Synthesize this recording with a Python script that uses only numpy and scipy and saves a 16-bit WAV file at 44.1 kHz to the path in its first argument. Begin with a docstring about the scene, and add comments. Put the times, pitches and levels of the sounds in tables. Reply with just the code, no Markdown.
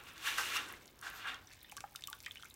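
"""A bundle of cable is drawn out of a metal tub of water in a garage. From the start: room tone, faint hum, low
slosh and fine droplets, all from shaped noise or random impulses. Water pours off in two surges, up to 0.9 s
and from 1.0 s, made of dense splashes, bubbles and tub ringing. From 0.2 s single drops tick; loud bubbles gulp
within the surges and drops trap smaller ringing ones; a thin jet hisses in the second surge. After the surges
the drops carry on. Tub echoes and a short garage tail surround the water."""
import sys
import numpy as np
from scipy import signal
from scipy.fft import rfft, irfft, next_fast_len
from scipy.io import wavfile

SR = 44100
rng = np.random.default_rng(int(sys.argv[2]) if len(sys.argv) > 2 else 0)


def file_out(sig):
    """Save sig as 16-bit WAV at sys.argv[1]."""
    # one column per channel
    cols = np.atleast_2d(sig).T
    # limit, then scale
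    lim = np.clip(cols, -1, 1)
    pcm = np.round(lim * 32767).astype(np.int16)
    wavfile.write(sys.argv[1], SR, pcm)


N = 112454
TIME_S = np.arange(N) / SR
EDGE_HZ = 16050


def amp(db):
    """Decibels to gain."""
    return 10 ** (np.asarray(db) / 20)


def unit(x):
    """Scales to rms 1."""
    return x / np.sqrt(np.mean(x ** 2) + 1e-20)


def read(points, hz):
    """Reads a table on a log-frequency axis."""
    f, value = np.transpose(points)
    return np.interp(np.log(hz + 1), np.log(f + 1), value)


def envelope(points):
    """Gain over time from a (time_s, level_db) table."""
    return amp(np.interp(TIME_S, *np.transpose(points)))


def add(mix, start_s, sound):
    """Mixes a sound in at start_s."""
    part = mix[max(round(start_s * SR), 0):][:len(sound)]
    part += sound[:len(part)]


def shaped(x, gain):
    """Filters by a function of frequency."""
    size = next_fast_len(N + SR // 2)
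    return irfft(rfft(x, size) * gain(np.fft.rfftfreq(size, 1 / SR)), size)[:N]


def low_part(x, top_hz, order):
    """Rolls off above top_hz without phase shift."""
    return shaped(x, lambda f: 1 / (1 + (f / top_hz) ** order))


def ring(x, hz, width_hz):
    """One resonance of gain 1 at its centre."""
    r = np.exp(-np.pi * width_hz / SR)
    pole = r * np.exp(2j * np.pi * hz / SR)
    return 2 * signal.lfilter([1 - r], [1, -pole], x).real


def impacts(per_s, spread_db):
    """A random train of impulses of unequal size and random sign."""
    size_db = spread_db * np.minimum(rng.exponential(1, N), 4)
    size = amp(size_db) * rng.choice([-1, 1], N)
    return size * (rng.random(N) < per_s / SR)


BUBBLE_ATTACK_S = 0.0001
# Most of the swing dies fast, the rest rings on; lengths are multiples of the bubble's life
FAST_LIFE, SLOW_LIFE, SLOW_SHARE = 0.62, 1.6, 0.3


def bubble(hz, life_cycles, rise_per_life):
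    """A dying sine whose pitch climbs as the bubble nears the surface."""
    life_s = life_cycles / hz
    t = np.arange(0, 9 * life_s, 1 / SR)
    lives = t / life_s
    fast = (1 - SLOW_SHARE) * np.exp(-lives / FAST_LIFE)
    slow = SLOW_SHARE * np.exp(-lives / SLOW_LIFE)
    tone = np.sin(2 * np.pi * hz * t * (1 + rise_per_life * lives / 2))
    return tone * (fast + slow) * (1 - np.exp(-t / BUBBLE_ATTACK_S))


SMALL_BUBBLE_RISE_PER_LIFE = 0.043


def bubble_cloud(per_s, spread_db, low_hz, high_hz, life_cycles, tilt, count=24):
    """Small bubbles of many sizes, born at random; tilt favours the high ones."""
    cloud = np.zeros(N)
    for hz in np.geomspace(low_hz, high_hz, count):
        births = impacts(per_s / count, spread_db)
        voice = bubble(hz, life_cycles, SMALL_BUBBLE_RISE_PER_LIFE)
        cloud += signal.oaconvolve(births, voice)[:N] * (hz / low_hz) ** tilt
    return unit(cloud)


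# Tub resonances before the send gain: pitch_hz, width_hz, gain_db
TUB_MODES = [(1030, 13, -37.5), (1192, 30, -12.5), (1410, 93, -2.5), (1529, 85, -2.5), (1671, 15, -0.5),
             (2266, 20, -15), (2835, 17, -22.5), (2793, 78, -3.5), (3450, 21, -9), (3563, 270, -6)]
TUB_IN_SURGE_DB, TUB_IN_DRIPS_DB = 8.5, -14


def tub(x):
    """The metal tub rings at its resonances."""
    return sum(amp(gain_db) * ring(x, hz, width_hz) for hz, width_hz, gain_db in TUB_MODES)


GRAINS_PER_S, GRAIN_SPREAD_DB = 7000, 1.5
BURBLES_PER_S, BURBLE_SPREAD_DB, BURBLE_DB = 1200, 3.5, -7.5
BURBLE_LOW_HZ, BURBLE_HIGH_HZ, BURBLE_CYCLES, BURBLE_TILT = 798.6, 6000, 6, 0.7
CHURN_TOP_HZ, SPRAY_FROM_HZ = 1944, 4100
CHURN_TRIM_DB, FINE_TRIM_DB, SPRAY_TRIM_DB = -4, 0, -5.5
SURGE_FADE_S = 0.05


def surge(levels, colour):
    """Tiny splashes, bubbles and tub knocks, split into three bands that swell independently."""
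    start_to_end_s, *curves_db = np.transpose(levels)
    splashes = unit(impacts(GRAINS_PER_S, GRAIN_SPREAD_DB))
    knocks = unit(impacts(GRAINS_PER_S, GRAIN_SPREAD_DB))
    burble = amp(BURBLE_DB) * bubble_cloud(
        BURBLES_PER_S, BURBLE_SPREAD_DB, BURBLE_LOW_HZ, BURBLE_HIGH_HZ, BURBLE_CYCLES, BURBLE_TILT)
    raw = splashes + burble + amp(TUB_IN_SURGE_DB) * tub(knocks)
    water = shaped(raw, lambda f: amp(read(colour, f)))

    churn = low_part(water, CHURN_TOP_HZ, 10)
    body = low_part(water, SPRAY_FROM_HZ, 10)
    bands = (churn, body - churn, water - body)
    trims_db = (CHURN_TRIM_DB, FINE_TRIM_DB, SPRAY_TRIM_DB)
    pour = np.zeros(N)
    for band, curve_db, trim_db in zip(bands, curves_db, trims_db):
        pour += unit(band) * amp(np.interp(TIME_S, start_to_end_s, curve_db) + trim_db)

    before_s, after_s = start_to_end_s[0] - TIME_S, TIME_S - start_to_end_s[-1]
    outside_s = np.maximum(np.maximum(before_s, after_s), 0)
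    return pour * np.exp(-outside_s / SURGE_FADE_S)


# Levels before trim: time_s, churn_db, fine_bubbles_db, spray_db
FIRST_SURGE_LEVELS = [(0.0, -54.5, -55, -60), (0.016, -58, -58, -86), (0.026, -60.5, -68, -67),
                      (0.09, -57.5, -55.5, -57), (0.128, -61.5, -62, -71), (0.214, -54, -55.5, -54),
                      (0.276, -41, -36.5, -36.5), (0.308, -46, -43, -44), (0.372, -49, -46, -47),
                      (0.384, -33, -40, -36), (0.428, -47, -45.5, -41.5), (0.528, -46.5, -44, -44.5),
                      (0.566, -40, -38, -35.5), (0.586, -42, -42, -49), (0.67, -55, -59, -59),
                      (0.7, -48, -55.5, -56), (0.852, -77.5, -82, -77), (0.86, -67.5, -91, -71)]
# Relative spectrum: freq_hz, gain_db
FIRST_SURGE_COLOUR = [(130, -30), (200, -28), (300, -11.5), (520, -9.5), (800, -5.5), (1020, 3.5),
                      (1350, 2.5), (1650, -1), (2000, -5.5), (2750, -6), (4770, -18), (6170, -16.5),
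                      (10500, -23), (15100, -23.5), (16000, -36)]


def first_surge():
    """Water runs off the cable from the start."""
    return surge(FIRST_SURGE_LEVELS, FIRST_SURGE_COLOUR)


DROPLETS_PER_S, DROPLET_SPREAD_DB = 1000, 3
DROPLET_LOW_HZ, DROPLET_HIGH_HZ, DROPLET_CYCLES, DROPLET_TILT = 1524, 8970, 2.1, 0.33
# Level before the drip low cut: time_s, level_db
DRIZZLE_LEVELS = [(0, -68.5), (.65, -58.5), (.92, -71), (1.4, -71), (1.52, -62.5), (1.68, -67),
                  (1.9, -71.5), (2.2, -67.5), (2.45, -63), (2.55, -73)]


def drizzle():
    """Fine droplets patter as a cloud of short-lived bubbles."""
    cloud = bubble_cloud(
        DROPLETS_PER_S, DROPLET_SPREAD_DB, DROPLET_LOW_HZ, DROPLET_HIGH_HZ, DROPLET_CYCLES, DROPLET_TILT)
    return cloud * envelope(DRIZZLE_LEVELS)


SPATTERS_PER_S, SPATTER_SPREAD_DB, SPATTER_FROM_HZ = 110, 3.6, 7000
# Level before the drip low cut: time_s, level_db
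SPATTER_LEVELS = [(0, -66.5), (.8, -74), (.95, -72), (1.401, -79), (1.6, -79), (1.9, -71.5), (2.2, -65.5),
                  (2.55, -71)]


def spatter():
    """Very fine, sharp ticks on the surface: sparse high-passed impulses."""
    hits = impacts(SPATTERS_PER_S, SPATTER_SPREAD_DB)
    ticks = shaped(hits, lambda f: f ** 2 / (f ** 2 + SPATTER_FROM_HZ ** 2))
    return unit(ticks) * envelope(SPATTER_LEVELS)


SLOSH_HZ, SLOSH_WIDTH_HZ = 276, 300
# Low wash: time_s, level_db
SLOSH_LEVELS = [(0, -66.5), (.25, -70), (.55, -62.5), (.85, -67), (1.0, -72.5), (1.35, -84), (1.55, -84),
                (1.8, -66.5), (1.95, -78), (2.55, -74.5)]


def slosh():
    """Water left in the tub sloshes: noise through two broad low resonances."""
    wash = ring(rng.standard_normal(N), SLOSH_HZ, 2 * SLOSH_WIDTH_HZ)
    wash = ring(wash, SLOSH_HZ, SLOSH_WIDTH_HZ)
    return unit(wash) * envelope(SLOSH_LEVELS)


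AIR_DB = -65.5
# Relative air spectrum: freq_hz, gain_db
AIR_COLOUR = [(20, -10), (45, 11), (110, 8.5), (200, 0.5), (400, -2.5), (650, -5), (1000, -2.5),
              (1600, -15.5), (2800, -8), (5000, -13.5), (8000, -38), (10500, -18), (13000, -12.5),
              (16000, -12)]


def room_air():
    """Steady noise with a low rumble."""
    air = shaped(rng.standard_normal(N), lambda f: amp(read(AIR_COLOUR, f)))
    return amp(AIR_DB) * unit(air)


# Hum bands, each filtered twice: pitch_hz, width_per_pass_hz, level_db
HUM_BANDS = [(52.6, 5.4, -79.5), (97.5, 10.2, -77.5)]


def hum():
    """Faint hum: noise through narrow low resonances."""
    out = np.zeros(N)
    for hz, width_hz, level_db in HUM_BANDS:
        once = ring(rng.standard_normal(N), hz, width_hz)
        out += amp(level_db) * unit(ring(once, hz, width_hz))
    return out


TICK_DECAY_S, TICK_OCTAVES = 0.00074, 0.55


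def tick(peak_db, hz):
    """A drop hits the surface: a sharp minimum-phase pulse with a little spatter."""
    t, f = np.arange(512) / SR, np.fft.rfftfreq(512, 1 / SR)
    blow = 0.14 * rng.standard_normal(len(t)) * np.exp(-t / TICK_DECAY_S)
    blow[0] = 1
    octaves_off = np.log2((f + 100) / hz)
    log_gain = -2 * np.log(1 + (octaves_off / TICK_OCTAVES / 2) ** 2)
    circle = np.concatenate([log_gain, log_gain[-2:0:-1]])
    # Hilbert transform of log gain gives the minimum phase
    response = np.exp(np.conj(signal.hilbert(circle)))[:len(f)]
    pulse = irfft(rfft(blow) * response)
    return amp(peak_db) * pulse / abs(pulse).max()


# Drops striking water, before the drip low cut: start_s, peak_db, centre_hz
DROP_TICKS = [(0.1798, -37, 4520), (0.3822, -25, 7000), (.5615, -28, 5000), (0.688, -37, 7500),
              (.7250, -30.5, 13700), (0.8577, -43.5, 6750), (0.8784, -42, 4730), (0.9913, -42.5, 6000),
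              (1.0135, -35, 8150), (1.1010, -34.5, 12000), (1.2730, -39.5, 6960), (1.3445, -34.5, 4040),
              (1.4718, -53, 5560), (1.518, -52, 4400), (1.5307, -42, 7760), (1.5352, -41.5, 4660),
              (1.6065, -52, 5000), (1.6307, -33.5, 14800), (1.697, -36, 13100), (1.7155, -38, 6540),
              (1.7197, -37.5, 8450), (1.7250, -39, 7500), (1.767, -34, 7000), (1.7683, -31, 7400),
              (1.7742, -33, 5300), (1.806, -31.5, 6200), (1.8105, -45, 7500), (1.8418, -49, 2560),
              (1.9445, -39.5, 14000), (1.956, -48, 5950), (1.9599, -27.5, 6000), (1.959, -30, 14300),
              (2.0093, -41, 6100), (2.0225, -38, 3960), (2.0392, -35.5, 6100), (2.0735, -28, 6940),
              (2.0734, -21, 16100), (2.0752, -54, 6600), (2.1007, -28.5, 12600), (2.1295, -29.5, 3700),
              (2.1895, -41, 14000), (2.2038, -37.5, 5200), (2.2282, -35, 14500), (2.2356, -42, 4200),
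              (2.248, -38.5, 3900), (2.2618, -29.5, 4170), (2.3105, -40, 4350), (2.358, -43, 3470),
              (2.4251, -38, 4500), (2.4457, -39, 5000), (2.456, -39, 7100), (2.501, -40, 9800),
              (2.5417, -36, 8500)]


def drop_ticks():
    """Single drops strike the surface."""
    out = np.zeros(N)
    for start_s, peak_db, hz in DROP_TICKS:
        add(out, start_s, tick(peak_db, hz))
    return out


# Ringing bubbles, before the drip low cut: loud gulps within the surges, then air trapped by single drops:
# start_s, level_db, pitch_hz, life_cycles, rise_per_life
RINGING_BUBBLES = [(0.2732, -27.5, 1690, 19, .01), (.3850, -30, 1525, 20, 0.014),
                   (.5620, -33, 2655, 24, 0.0067), (0.5628, -34.5, 1292, 18, 0.011),
                   (1.0265, -43, 1550, 5.7, 0.011), (1.0693, -32, 1640, 3.8, 0.02),
                   (1.255, -36.5, 1650, 18, 0.0078), (1.287, -36, 1547, 6.4, 0.015),
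                   (.738, -36.5, 1940, 4.9, 0.033), (0.857, -45, 6740, 8.8, 0.014),
                   (1.3449, -41, 3210, 13, 0.0082), (1.4724, -43.5, 5820, 6.9, .01),
                   (1.5174, -48, 4340, 10, 0.0079), (1.606, -53.5, 3900, 5.8, 0.012),
                   (1.615, -44.5, 3900, 4.3, .01), (1.6459, -47, 3530, 6.8, 0.0083),
                   (1.646, -48, 1850, 7.7, 0.025), (1.6972, -43, 2930, 6, .01),
                   (1.7203, -36, 2370, 2.4, 0.012), (1.7235, -37, 808, 3.9, .02),
                   (1.7677, -44, 1122, 14, 0.012), (1.7682, -34.5, 2920, 2, 0.016),
                   (1.7742, -47, 5820, 11, 0.018), (1.781, -37, 1480, 3.6, 0.066),
                   (1.8063, -36, 2580, 2.1, .01), (1.807, -45, 1420, 4.5, .01),
                   (1.84, -29.5, 803, 6.5, 0.0084), (1.8418, -33.5, 1320, 1.8, 0.023),
                   (1.9508, -39.5, 1355, 5.1, 0.015), (1.9594, -33, 2880, 2.3, .01),
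                   (1.9600, -40.5, 3680, 4.9, .01), (1.9915, -48, 1780, 3.6, 0.0092),
                   (2.0223, -48, 2570, 2.3, .01), (2.0386, -27.5, 3620, 3.2, 0.0055),
                   (2.0732, -36, 2940, 5, .01), (2.0732, -47, 7300, 2.8, .005),
                   (2.0834, -41.5, 1151, 12, .005), (2.1125, -47.5, 870, 16, 0.016),
                   (2.1302, -35.5, 1450, 8.5, 0.0035), (2.1400, -49, 1136, 9.4, 0.0062),
                   (2.242, -49, 2450, 7.6, 0.0061), (2.2618, -38.5, 2410, 16, 0.0076),
                   (2.2647, -33, 1826, 9.5, 0.079), (2.27, -42, 2320, 8.1, 0.16),
                   (2.2660, -44, 3060, 20, 0.017), (2.2810, -44, 1210, 3.2, 0.011),
                   (2.3105, -29.5, 3340, 3.5, 0.011), (2.3570, -33, 2310, 1.5, .01),
                   (2.3667, -49, 2920, 8.1, 0.011), (2.3711, -37.5, 2930, 5.3, 0.0042),
                   (2.3960, -50, 1410, 7.7, .06), (2.4251, -36.5, 3250, 4, .01), (2.4335, -38, 1390, 4.5, .01),
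                   (2.451, -43.5, 1360, 4.9, 0.12), (2.4563, -49.5, 2220, 10.5, 0.135),
                   (2.5088, -44, 3840, 5.9, .01)]


def ringing_bubbles():
    """Bubbles ring: gulps within the surges and air trapped by drops."""
    out = np.zeros(N)
    for start_s, level_db, hz, life_cycles, rise_per_life in RINGING_BUBBLES:
        add(out, start_s, amp(level_db) * bubble(hz, life_cycles, rise_per_life))
    return out


# Levels before trim: time_s, churn_db, fine_bubbles_db, spray_db
SECOND_SURGE_LEVELS = [(1.02, -62, -93, -94), (1.028, -47, -59, -53), (1.078, -44.5, -52.5, -49),
                       (1.122, -53.5, -59.5, -63), (1.174, -49, -60, -53), (1.232, -52, -52, -61),
                       (1.26, -41.5, -53.5, -59), (1.286, -42, -43, -51), (1.352, -51.5, -56.5, -65.5),
                       (1.428, -64, -75, -76), (1.45, -88, -86, -84)]
# Relative spectrum: freq_hz, gain_db
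SECOND_SURGE_COLOUR = [(150, -23), (330, -15.5), (560, -16.5), (760, -5.5), (880, -12), (1060, -1.5),
                       (1590, -2), (2050, -6.5), (2910, -9), (4860, -17), (7010, -17), (10500, -26),
                       (13600, -26), (16000, -36)]


def second_surge():
    """Water runs off the cable again."""
    return surge(SECOND_SURGE_LEVELS, SECOND_SURGE_COLOUR)


JET_S, JET_HALF_S = 1.165, 0.025  # centre, Gaussian sigma
JET_DB, JET_HZ, JET_WIDTH_HZ = -60.5, 13500, 1100


def jet():
    """A thin jet: a short, high band of impulses that swells and fades."""
    grains = impacts(GRAINS_PER_S, GRAIN_SPREAD_DB)
    hiss = shaped(grains, lambda f: 1 / (1 + ((f - JET_HZ) / JET_WIDTH_HZ) ** 2))
    swell = np.exp(-((TIME_S - JET_S) / JET_HALF_S) ** 2 / 2)
    return unit(hiss) * amp(JET_DB) * swell


BOUNCE_DB, BOUNCE_DECAY_S, BOUNCE_TOP_HZ = -6.5, 0.011, 4800


def bounces(x):
    """Dense early echoes between the tub's walls: decaying low-passed noise."""
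    t = np.arange(2048) / SR
    noise = rng.standard_normal(len(t)) * np.exp(-t / BOUNCE_DECAY_S)
    echoes = signal.lfilter(*signal.butter(2, BOUNCE_TOP_HZ, fs=SR), noise)
    echoes /= np.linalg.norm(echoes)
    band_share = np.sqrt(2 * BOUNCE_TOP_HZ / SR)
    return amp(BOUNCE_DB) * signal.fftconvolve(x, echoes)[:N] * band_share


# Tub wall echoes: delay_s, gain (linear)
WALL_ECHOES = [(.0009, 0.03), (.0021, -0.28), (.0031, .16), (.0038, -0.017)]


def wall(x):
    """Single echoes off the tub wall."""
    out = np.zeros(N)
    for delay_s, gain in WALL_ECHOES:
        add(out, delay_s, gain * x)
    return out


DRIP_ROOM_DB, SURGE_ROOM_DB = -13.5, -9
BOOM_DB, BOOM_TOP_HZ = 0, 670
# Garage decay: freq_hz, t60_s
GARAGE_DECAY = [(200, 1.2), (500, 0.99), (1000, 0.36), (3000, 0.24), (8000, 0.39), (16000, 0.26)]


def garage(x):
    """A diffuse half-second noise tail whose lows last longest."""
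    hz, t, z = signal.stft(rng.standard_normal(SR // 2), SR, nperseg=256)
    decay = amp(-60 * t / read(GARAGE_DECAY, hz)[:, None])
    tail = signal.istft(z * decay, SR, nperseg=256)[1]
    tail *= np.minimum(np.arange(len(tail)) / SR / 0.0025, 1)  # 2.5 ms onset
    return signal.fftconvolve(x, tail / np.linalg.norm(tail))[:N]


DRIP_LOW_CUT_HZ = 1220


def scene():
    """Surges and drips in the tub, heard in the garage, where the lows of the surges linger."""
    pour = first_surge() + second_surge() + jet()
    low_cut = signal.butter(2, DRIP_LOW_CUT_HZ, "high", fs=SR, output="sos")
    direct = signal.sosfilt(low_cut, drizzle() + spatter() + drop_ticks() + ringing_bubbles())
    drops = direct + amp(TUB_IN_DRIPS_DB) * tub(direct) + bounces(direct) + wall(direct)
    boom = amp(BOOM_DB) * low_part(pour, BOOM_TOP_HZ, 4)
    room = garage(amp(DRIP_ROOM_DB) * drops + amp(SURGE_ROOM_DB) * pour + boom)
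    return (pour + drops + room + slosh() + room_air() + hum())[None]


def record(dry):
    """Band limit: a steep linear-phase low-pass at EDGE_HZ."""
    low_pass = signal.firwin(511, EDGE_HZ, window=("kaiser", 9), fs=SR)
    return signal.oaconvolve(dry, low_pass[None], "same")


dry = scene()
out = record(dry)
file_out(out)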